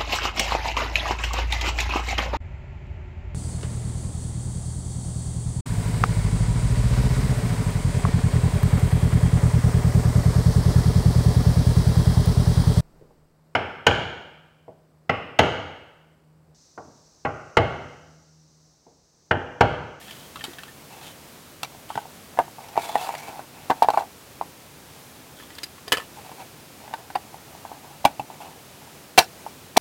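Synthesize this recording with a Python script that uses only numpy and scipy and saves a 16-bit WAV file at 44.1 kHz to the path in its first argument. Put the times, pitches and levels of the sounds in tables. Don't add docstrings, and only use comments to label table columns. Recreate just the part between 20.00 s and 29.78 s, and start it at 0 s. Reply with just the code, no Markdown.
import sys
import numpy as np
from scipy import signal
from scipy.fft import rfft, irfft
from scipy.io import wavfile
from scipy.ndimage import uniform_filter1d

SR = 44100
rng = np.random.default_rng(int(sys.argv[2]) if len(sys.argv) > 2 else 0)


def master_out(mix):
    frames = np.transpose(np.atleast_2d(mix))
    ceiling = np.clip(frames, -1, 1)
    pcm = np.round(ceiling * 32767).astype(np.int16)
    wavfile.write(sys.argv[1], SR, pcm)


def ratio(d):
    e = np.asarray(d, float) / 20
    return 10 ** e


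N = 431298
WALL_HZ = 1450

# frequency in Hz, level in dB, t60 in seconds.
HOUSING_MODES = [(517, -6, 0.029), (695, -9, 0.093), (770, 6.5, 0.029), (827.4, 6.5, 0.038),
                 (900, 11, 0.024), (1014, 2, 0.027), (1125, -0.5, 0.026), (1272, 0.5, 0.02),
                 (1390, -14, 0.016), (1530, 11, 0.041), (1700, 8, 0.035), (1900, 20, 0.0088),
                 (2320, 9.5, 0.034), (2700, 14, 0.022), (3370, 5, 0.014), (3520, 8, 0.018),
                 (4180, 16, 0.0076), (4480, 13, 0.0084), (5320, -4, 0.056), (5770, 6, 0.051)]
# frequency in Hz, level in dB.
CROWDED_COLOUR = [(700, -38), (1300, -2.5), (2500, -6.5), (4500, -6.5), (6500, -29)]


def evened(x):
    return x / np.sqrt(np.mean(x ** 2) + 1e-20)


def loudest(x):
    return np.sqrt(uniform_filter1d(x ** 2, size=265).max())


def read(points, hz):
    f, value = np.transpose(points)
    return np.interp(np.log(hz + 1), np.log(f + 1), value)


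def coloured(x, points):
    gain = ratio(read(points, np.fft.rfftfreq(len(x), 1 / SR)))
    return irfft(rfft(x) * gain, len(x))


def resonate(x, hz, width):
    turn = np.exp(2j * np.pi * np.cumsum(hz * np.ones(len(x))) / SR)
    r = np.exp(-np.pi * width / SR)
    return 2 * (turn * signal.lfilter([1 - r], [1, -r], x / turn)).real


def ring(modes, spot_db, rise):
    t = np.arange(6000)[:, None] / SR
    hz, db, t60 = np.transpose(modes)
    sines = ratio(db + spot_db - 60 * t / t60) * np.sin(2 * np.pi * hz * t)
    return sines.sum(1) * (1 - np.exp(-t[:, 0] / rise))


def body_and_walls(modes):
    return [m for m in modes if m[0] < WALL_HZ], [m for m in modes if m[0] >= WALL_HZ]


def favour(modes, hz, db_per_octave):
    return -db_per_octave * abs(np.log2(np.array(modes)[:, 0] / hz))


def air():
    # frequency in Hz, relative level in dB.
    air_colour = [(12, -47), (20, 11.5), (55, -6), (77, -1), (150, -2.5), (301, -3), (337, -5), (433, -5),
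                  (678, -7), (1860, -13.5), (2390, -13.5), (2980, -14.5), (16000, -20.5)]
    # frequency in Hz, rms level in dB.
    hum_tones = [(145.3, -61)]
    level_db, drift_db, hum_width_hz = -45.5, 0.5, 4.8
    drift = evened(uniform_filter1d(rng.standard_normal(N), size=9000))
    hum = sum(ratio(db) * evened(resonate(rng.standard_normal(N), hz, hum_width_hz)) for hz, db in hum_tones)
    noise = evened(coloured(rng.standard_normal(N), air_colour))
    return ratio(level_db + drift_db * drift) * noise + hum


def rubbing():
    # start in seconds, length before the lift in seconds,
    # body rub level in dB, scratch level in dB, rubbed face pitch in Hz.
    strokes = [(0.0, 0.26, -58, -51, 3100), (0.452, 0.079, -51, -47, 1850), (.59, .1, -66, -56, 1800),
               (0.898, 0.079, -46.5, -51.5, 2700), (1.01, 0.068, -46.5, -49, 3500),
               (1.026, 0.082, -69, -49, 3100), (1.67, .07, -56, -64, 2800), (1.887, 0.1, -55, -48.5, 3040),
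               (1.988, 0.052, -46.5, -63, 2100), (2.333, 0.043, -51, -62, 1900),
               (2.397, 0.046, -51, -48, 1800), (2.599, 0.35, -46, -55, 2440),
               (2.782, 0.099, -39, -43, 2320), (2.806, 0.23, -44.5, -45.5, 3500),
               (2.971, 0.084, -36, -42, 2700), (3.004, .04, -45, -47, 4800), (3.068, .2, -41.5, -44, 2250),
               (3.177, 0.02, -58, -48, 5830), (3.267, 0.14, -39.5, -53, 2420),
               (3.53, 0.28, -51.5, -55.5, 2500), (3.715, 0.073, -46.5, -74, 2040),
               (3.923, 0.037, -38, -45, 2300), (3.945, 0.014, -50, -50, 4300),
               (3.977, 0.033, -29.5, -47, 2100), (5.364, 0.079, -65, -50.5, 3350),
               (5.515, 0.2, -63, -57, 3100), (5.935, 0.077, -47, -43.5, 2850),
               (6.164, 0.031, -44.5, -54, 2500), (6.24, 0.035, -51, -53, 2500),
               (6.368, 0.054, -42.5, -50, 2400), (6.797, 0.16, -49.5, -59, 2000),
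               (6.975, 0.053, -48, -55, 2000), (7.22, 0.5, -54, -73, 2500), (7.636, 0.16, -50.5, -66, 2700),
               (7.826, .12, -46.5, -64, 2700), (8.3, .08, -49, -57, 2400), (8.092, 0.13, -51, -71, 2200),
               (8.401, 0.065, -39, -49, 2720), (8.501, .08, -51, -61, 2400), (8.81, 0.11, -52, -63, 2840),
               (9.188, 0.024, -40, -31.5, 5500), (9.23, 0.046, -58, -66, 2500)]
    # frequency in Hz, relative level in dB.
    hiss_colour = [(3000, -16), (4500, -3.5), (7000, 5), (11000, 1), (16000, -3)]
    slips_per_s, grit_per_s, size_db, catch_db = 700, 3000, 1.5, 1.6
    touch_s, lift_s, ease_db = 0.0057, 0.059, -4.0
    hiss_db = -5.5

    draw, sign = rng.random(N), rng.choice([-1., 1.], N)
    catches = evened(uniform_filter1d(rng.standard_normal(N), size=500))
    sizes = ratio(size_db * np.minimum(rng.exponential(1, N), 3) + catch_db * catches)
    slips = evened(sign * sizes * (draw < slips_per_s / SR))
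    grit = evened(sign * sizes * (draw < grit_per_s / SR))

    body_modes, wall_modes = body_and_walls(HOUSING_MODES)
    body = ring(body_modes, 0, 0.0009)
    walls = ring(wall_modes, 0, 0.0015)
    chirr = evened(signal.oaconvolve(grit, walls)[:N])
    broad = 0.26 * chirr + 0.92 * evened(coloured(grit, CROWDED_COLOUR))
    hiss = evened(coloured(grit, hiss_colour))
    wander = 1 + 0.011 * evened(uniform_filter1d(rng.standard_normal(N), size=2000))

    push, scratches = np.zeros(N), np.zeros(N)
    for start, length, body_db, scratch_db, face_hz in strokes:
        t = np.arange(0, length + lift_s, 1 / SR)
        first = round(start * SR)
        part = slice(first, first + len(t))
        press = np.minimum(t / touch_s, 1) * np.minimum((t[-1] - t) / lift_s, 1)
        press *= ratio(ease_db * t / length)
        width = 140 * ratio(0.73 * max(-39 - scratch_db, 0))
        focus = evened(resonate(broad[part], face_hz * wander[part], width))
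        scratch = evened(broad[part] + 1.4 * focus) + ratio(hiss_db) * hiss[part]
        push[part] += ratio(body_db) * press
        scratches[part] += ratio(scratch_db) * press * scratch
    return scratches + signal.oaconvolve(slips * push, body / np.linalg.norm(body))[:N]


def room(x):
    # frequency in Hz, t60 in seconds.
    decay = [(150, 0.22), (800, 0.15), (3000, 0.13), (12000, 0.14)]
    taps = np.zeros(SR // 2)
    at = np.arange(150, len(taps) - 20, 20)
    taps[at + rng.integers(0, 20, len(at))] = rng.choice([-1., 1.], len(at))
    hz, t, z = signal.stft(taps, SR, nperseg=256)
    fade = ratio(-60 * t / read(decay, hz)[:, None])
    tail = signal.istft(z * fade, SR, nperseg=256)[1]
    return signal.fftconvolve(x, tail / np.linalg.norm(tail))[:N]


def blows(rows, modes, chatter_s, crowded_t60):
    # frequency in Hz, relative level in dB.
    crack_colour = [(2500, 0), (5000, 2), (9000, 0.5), (13000, -3), (16000, -8)]
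    bounces_per_s, bounce_size, spot_spread_db, crack_t60 = 900, 0.52, 2.0, 0.013
    crack_over_wall_db, crack_db_per_octave = -15, 8
    crack_growth, firm_db = 0.11, -28

    out, t = np.zeros(N + 9000), np.arange(6000) / SR
    body_modes, wall_modes = body_and_walls(modes)
    for s, body_db, body_hz, wall_db, bright_hz in rows:
        spots = spot_spread_db * rng.standard_normal(40)
        hit, size = rng.random(3000), rng.standard_normal(3000)
        grit, grain = rng.standard_normal((2, 6000))

        force = bounce_size * size * (hit < bounces_per_s / SR) * np.exp(-t[:3000] / chatter_s)
        force[0] = 1

        wall_spots = favour(wall_modes, bright_hz, 19) + spots[::-1][:len(wall_modes)]
        clear = ring(wall_modes, wall_spots, 0.000085)
        hollow = ring(body_modes, spots[:len(body_modes)] + favour(body_modes, body_hz, 19), 0.00097)
        face = [(bright_hz / 2, -9), (bright_hz, 0), (bright_hz * 2, -11)]
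        crowded = coloured(coloured(grain, CROWDED_COLOUR), face) * ratio(-60 * t / crowded_t60)
        wall_ring = clear / loudest(clear) + 0.64 * crowded / loudest(crowded)
        crack = coloured(grit, crack_colour) * ratio(-60 * t / crack_t60) * (1 - np.exp(-t / 0.0004))

        boom, wall, snap = (signal.fftconvolve(force, r) for r in (hollow, wall_ring, crack))
        crack_db = wall_db + crack_over_wall_db + crack_db_per_octave * np.log2(bright_hz / WALL_HZ)
        crack_db += crack_growth * (wall_db - firm_db)
        sound = ratio(body_db) * boom / abs(boom).max()
        sound += ratio(wall_db) * wall / loudest(wall)
        sound += ratio(crack_db) * snap / loudest(snap)
        out[round(s * SR):][:len(sound)] += sound
    return out[:N]


def board_ticks():
    # start in seconds, body ring peak in dB, struck spot as body pitch in Hz,
    # wall ring level in dB, struck face as wall pitch in Hz.
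    ticks = [(0.013, -50, 900, -45, 1850), (0.082, -60, 762, -42, 2380), (0.098, -58, 1300, -45, 1800),
             (0.109, -60, 770, -36.5, 3200), (0.358, -27.5, 1200, -37.5, 2700),
             (0.393, -49, 1190, -44, 2870), (0.409, -36, 1090, -34.5, 1860), (0.44, -35, 824, -28, 3700),
             (0.533, -43, 606, -43, 3460), (0.585, -52, 877, -35.5, 1770), (0.634, -35, 883, -37, 2880),
             (0.681, -42, 859, -45, 1660)]
    # frequency in Hz, level in dB, t60 in seconds.
    board_modes = [(900, 0, 0.018), (1200, 16, 0.0099), (1800, -3, 0.072), (2100, -13, 0.035),
                   (2700, 4, 0.027), (3200, 16, 0.012), (3670, 5, 0.035), (4470, -10, .03)]
    return blows(ticks, board_modes, chatter_s=0.011, crowded_t60=0.026)


def thumps():
    # start in seconds, peak in dB, strongest ring in Hz.
    heavy_knocks = [(0.438, -33, 148), (0.482, -31.5, 385), (1.629, -35, 135), (1.958, -28, 127),
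                    (2.386, -22, 377), (2.777, -26.5, 385), (3.289, -35, 323), (3.392, -39, 248),
                    (3.701, -18.5, 272), (3.82, -31, 358), (3.884, -29, 371), (3.977, -31, 398),
                    (5.88, -41, 366), (5.922, -25, 398), (7.152, -31, 304), (8.051, -17.5, 266),
                    (8.194, -28, 132), (9.178, -12, 382), (9.77, -9.5, 275)]
    # frequency in Hz, level in dB, t60 in seconds.
    bench_modes = [(133.6, -6, 0.12), (200, -1, 0.065), (272.7, 6, 0.053), (353, 4, 0.055)]
    out = np.zeros(N + 6000)
    for s, db, hz in heavy_knocks:
        thud = ring(bench_modes, favour(bench_modes, hz, 10.5), 0.0012)
        out[round(s * SR):][:len(thud)] += ratio(db) * thud / abs(thud).max()
    return out[:N]


def housing_knocks():
    # start in seconds, body ring peak in dB, struck spot as body pitch in Hz,
    # wall ring level in dB, struck face as wall pitch in Hz.
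    knocks = [ (1.632, -19.5, 1390, -24, 3430), (1.637, -30, 800, -41, 4740),
              (1.647, -31, 1050, -34.5, 2970), (1.748, -35.5, 795, -53, 3250),
              (1.892, -43, 1100, -47, 3000), (1.903, -19.5, 1220, -57, 1500), (1.92, -35, 1400, -52, 1530),
              (1.955, -22, 790, -31.5, 1490), (1.976, -13.5, 850, -29.5, 1460),
              (2.055, -31.5, 921, -57, 2440), (2.374, -23, 850, -38, 1700), (2.389, -2, 766, -20.5, 1520),
              (2.399, -9, 825, -49, 1600), (2.48, -31.5, 800, -57, 2320), (2.584, -29, 910, -57, 1650),
              (2.685, -41, 850, -47, 6000), (2.757, -24, 850, -42, 1900), (2.767, -20, 850, -34.5, 1900),
              (2.776, -4.5, 725, -29.5, 2200), (2.894, -22, 796, -51, 3520), (2.955, -5, 830, -24, 1830),
              (3.046, -23, 902, -52, 2690), (3.073, -25, 845, -48, 2300), (3.086, -32, 850, -50, 2000),
              (3.091, -14.5, 824, -37, 2270), (3.106, -24, 840, -43, 2000), (3.14, -21, 800, -39, 2300),
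              (3.151, -29, 924, -31, 2100), (3.289, -30, 860, -42, 2860), (3.393, -23.5, 770, -44, 1520),
              (3.699, -12, 900, -34, 2800), (3.703, -4, 930, -22, 1480), (3.711, -9, 900, -28, 1620),
              (3.822, -0.5, 830, -24.5, 1580), (3.8255, -15, 920, -28, 4170), (3.833, -14, 900, -29, 2300),
              (3.845, -11.5, 840, -35, 1500), (3.886, -1, 820, -22.5, 1530), (3.903, -10, 900, -30, 3650),
              (3.936, -18, 907, -35, 1500), (3.942, -14, 970, -55, 2600), (3.974, -4, 850, -26, 1490),
              (3.995, -27, 789, -39.5, 3690), (4.008, -20, 783, -44, 2840), (4.021, -22, 720, -47, 2040),
              (4.412, -11.5, 880, -37.5, 1950), (6.263, -35, 875, -52, 2600), (6.293, -34, 860, -49, 2260),
              (6.316, -30.5, 820, -46, 2680), (6.404, -31, 825, -46, 2430), (6.878, -33, 710, -43, 1570),
              (6.911, -33, 805, -47, 2000), (6.93, -33, 844, -48, 1700), (6.938, -18, 910, -30, 1500),
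              (7.102, -29, 900, -38, 1520), (7.152, -30, 810, -34, 1520), (7.155, -11.5, 780, -28, 1900),
              (7.343, -29, 774, -54, 2000), (7.55, -33, 826, -54, 4100), (7.651, -24.5, 880, -48, 1550),
              (7.716, -25, 665, -51, 1500), (8.044, -17.5, 695, -41, 2300), (8.048, -31, 850, -47, 2300),
              (8.051, -4.5, 820, -15, 2690), (8.053, -0.5, 840, -17, 2210), (8.062, -35, 780, -47, 2700),
              (8.074, -38, 818, -37, 2330), (8.196, -17.5, 770, -34, 2550), (8.301, -27.5, 900, -52, 2390),
              (8.513, -43, 727, -60, 1840), (9.177, -10, 704, -14.5, 2700), (9.181, 2.5, 755, -6.5, 2720),
              (9.188, -2.5, 890, -9.5, 4130), (9.195, -25, 900, -26, 5500), (9.199, -22, 810, -19, 1530),
              (9.207, -16, 900, -30, 2700), (9.216, -23, 696, -34, 1700), (9.226, -36, 900, -32, 1700),
              (9.464, -21.5, 670, -46, 1700), (9.763, -15, 800, -38, 3000), (9.7675, -27, 765, -17, 2260),
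              (9.77, -16.5, 452, -13.5, 4470), (9.774, 4, 750, -12.5, 3820)]
    return blows(knocks, HOUSING_MODES, chatter_s=0.0055, crowded_t60=0.027)


def lid_taps():
    # start in seconds, body ring peak in dB, struck spot as body pitch in Hz,
    # wall ring level in dB, struck face as wall pitch in Hz.
    taps = [(5.399, -45, 514, -44, 1590), (5.425, -37.5, 950, -52, 2000), (5.504, -41, 1080, -42.5, 2450),
            (5.552, -53, 603, -43.5, 4400), (5.584, -42, 595, -34.5, 3040), (5.633, -38, 720, -29, 3700),
            (5.781, -38, 800, -50, 2050), (5.875, -38, 600, -47, 2500), (5.88, -27, 600, -32, 3160),
            (5.921, -13.5, 950, -13.5, 2610), (5.925, -16, 1110, -14.5, 3000),
            (5.932, -16.5, 580, -25, 1800), (5.939, -27, 681, -25, 1760), (5.951, -41, 600, -30, 1800),
            (5.971, -20.5, 710, -27, 2800), (5.982, -24.5, 600, -33, 2760), (5.999, -28, 1310, -34, 1800),
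            (6.021, -39, 813, -50, 1750)]
    # frequency in Hz, level in dB, t60 in seconds.
    lid_modes = [(502, -0.5, 0.022), (653, 8, 0.0087), (1100, 20.5, 0.0088), (1260, 10, 0.019),
                 (1740, 15, 0.029), (1945, 5, 0.044), (2450, -15, 0.027), (2700, 4, 0.01),
                 (3000, 16, 0.0063), (3830, -19, 0.037), (4260, -19, 0.023), (4840, 16.5, 0.015)]
    return blows(taps, lid_modes, chatter_s=0.008, crowded_t60=0.026)


def scene():
    hands = rubbing() + board_ticks() + thumps() + housing_knocks() + lid_taps()
    room_db = -17.0
    return (hands + ratio(room_db) * room(hands) + air())[None]


def top_cut(x):
    return signal.sosfilt(signal.butter(12, 16130, fs=SR, output="sos"), x)


def record(dry):
    clipped = np.clip(dry, -1, 1)
    bass_block = signal.butter(3, 65, "high", fs=SR, output="sos")
    blocked = signal.sosfilt(bass_block, clipped)
    finished = np.clip(blocked, -1, 1)
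    return top_cut(finished)


dry = scene()
out = record(dry)
master_out(out)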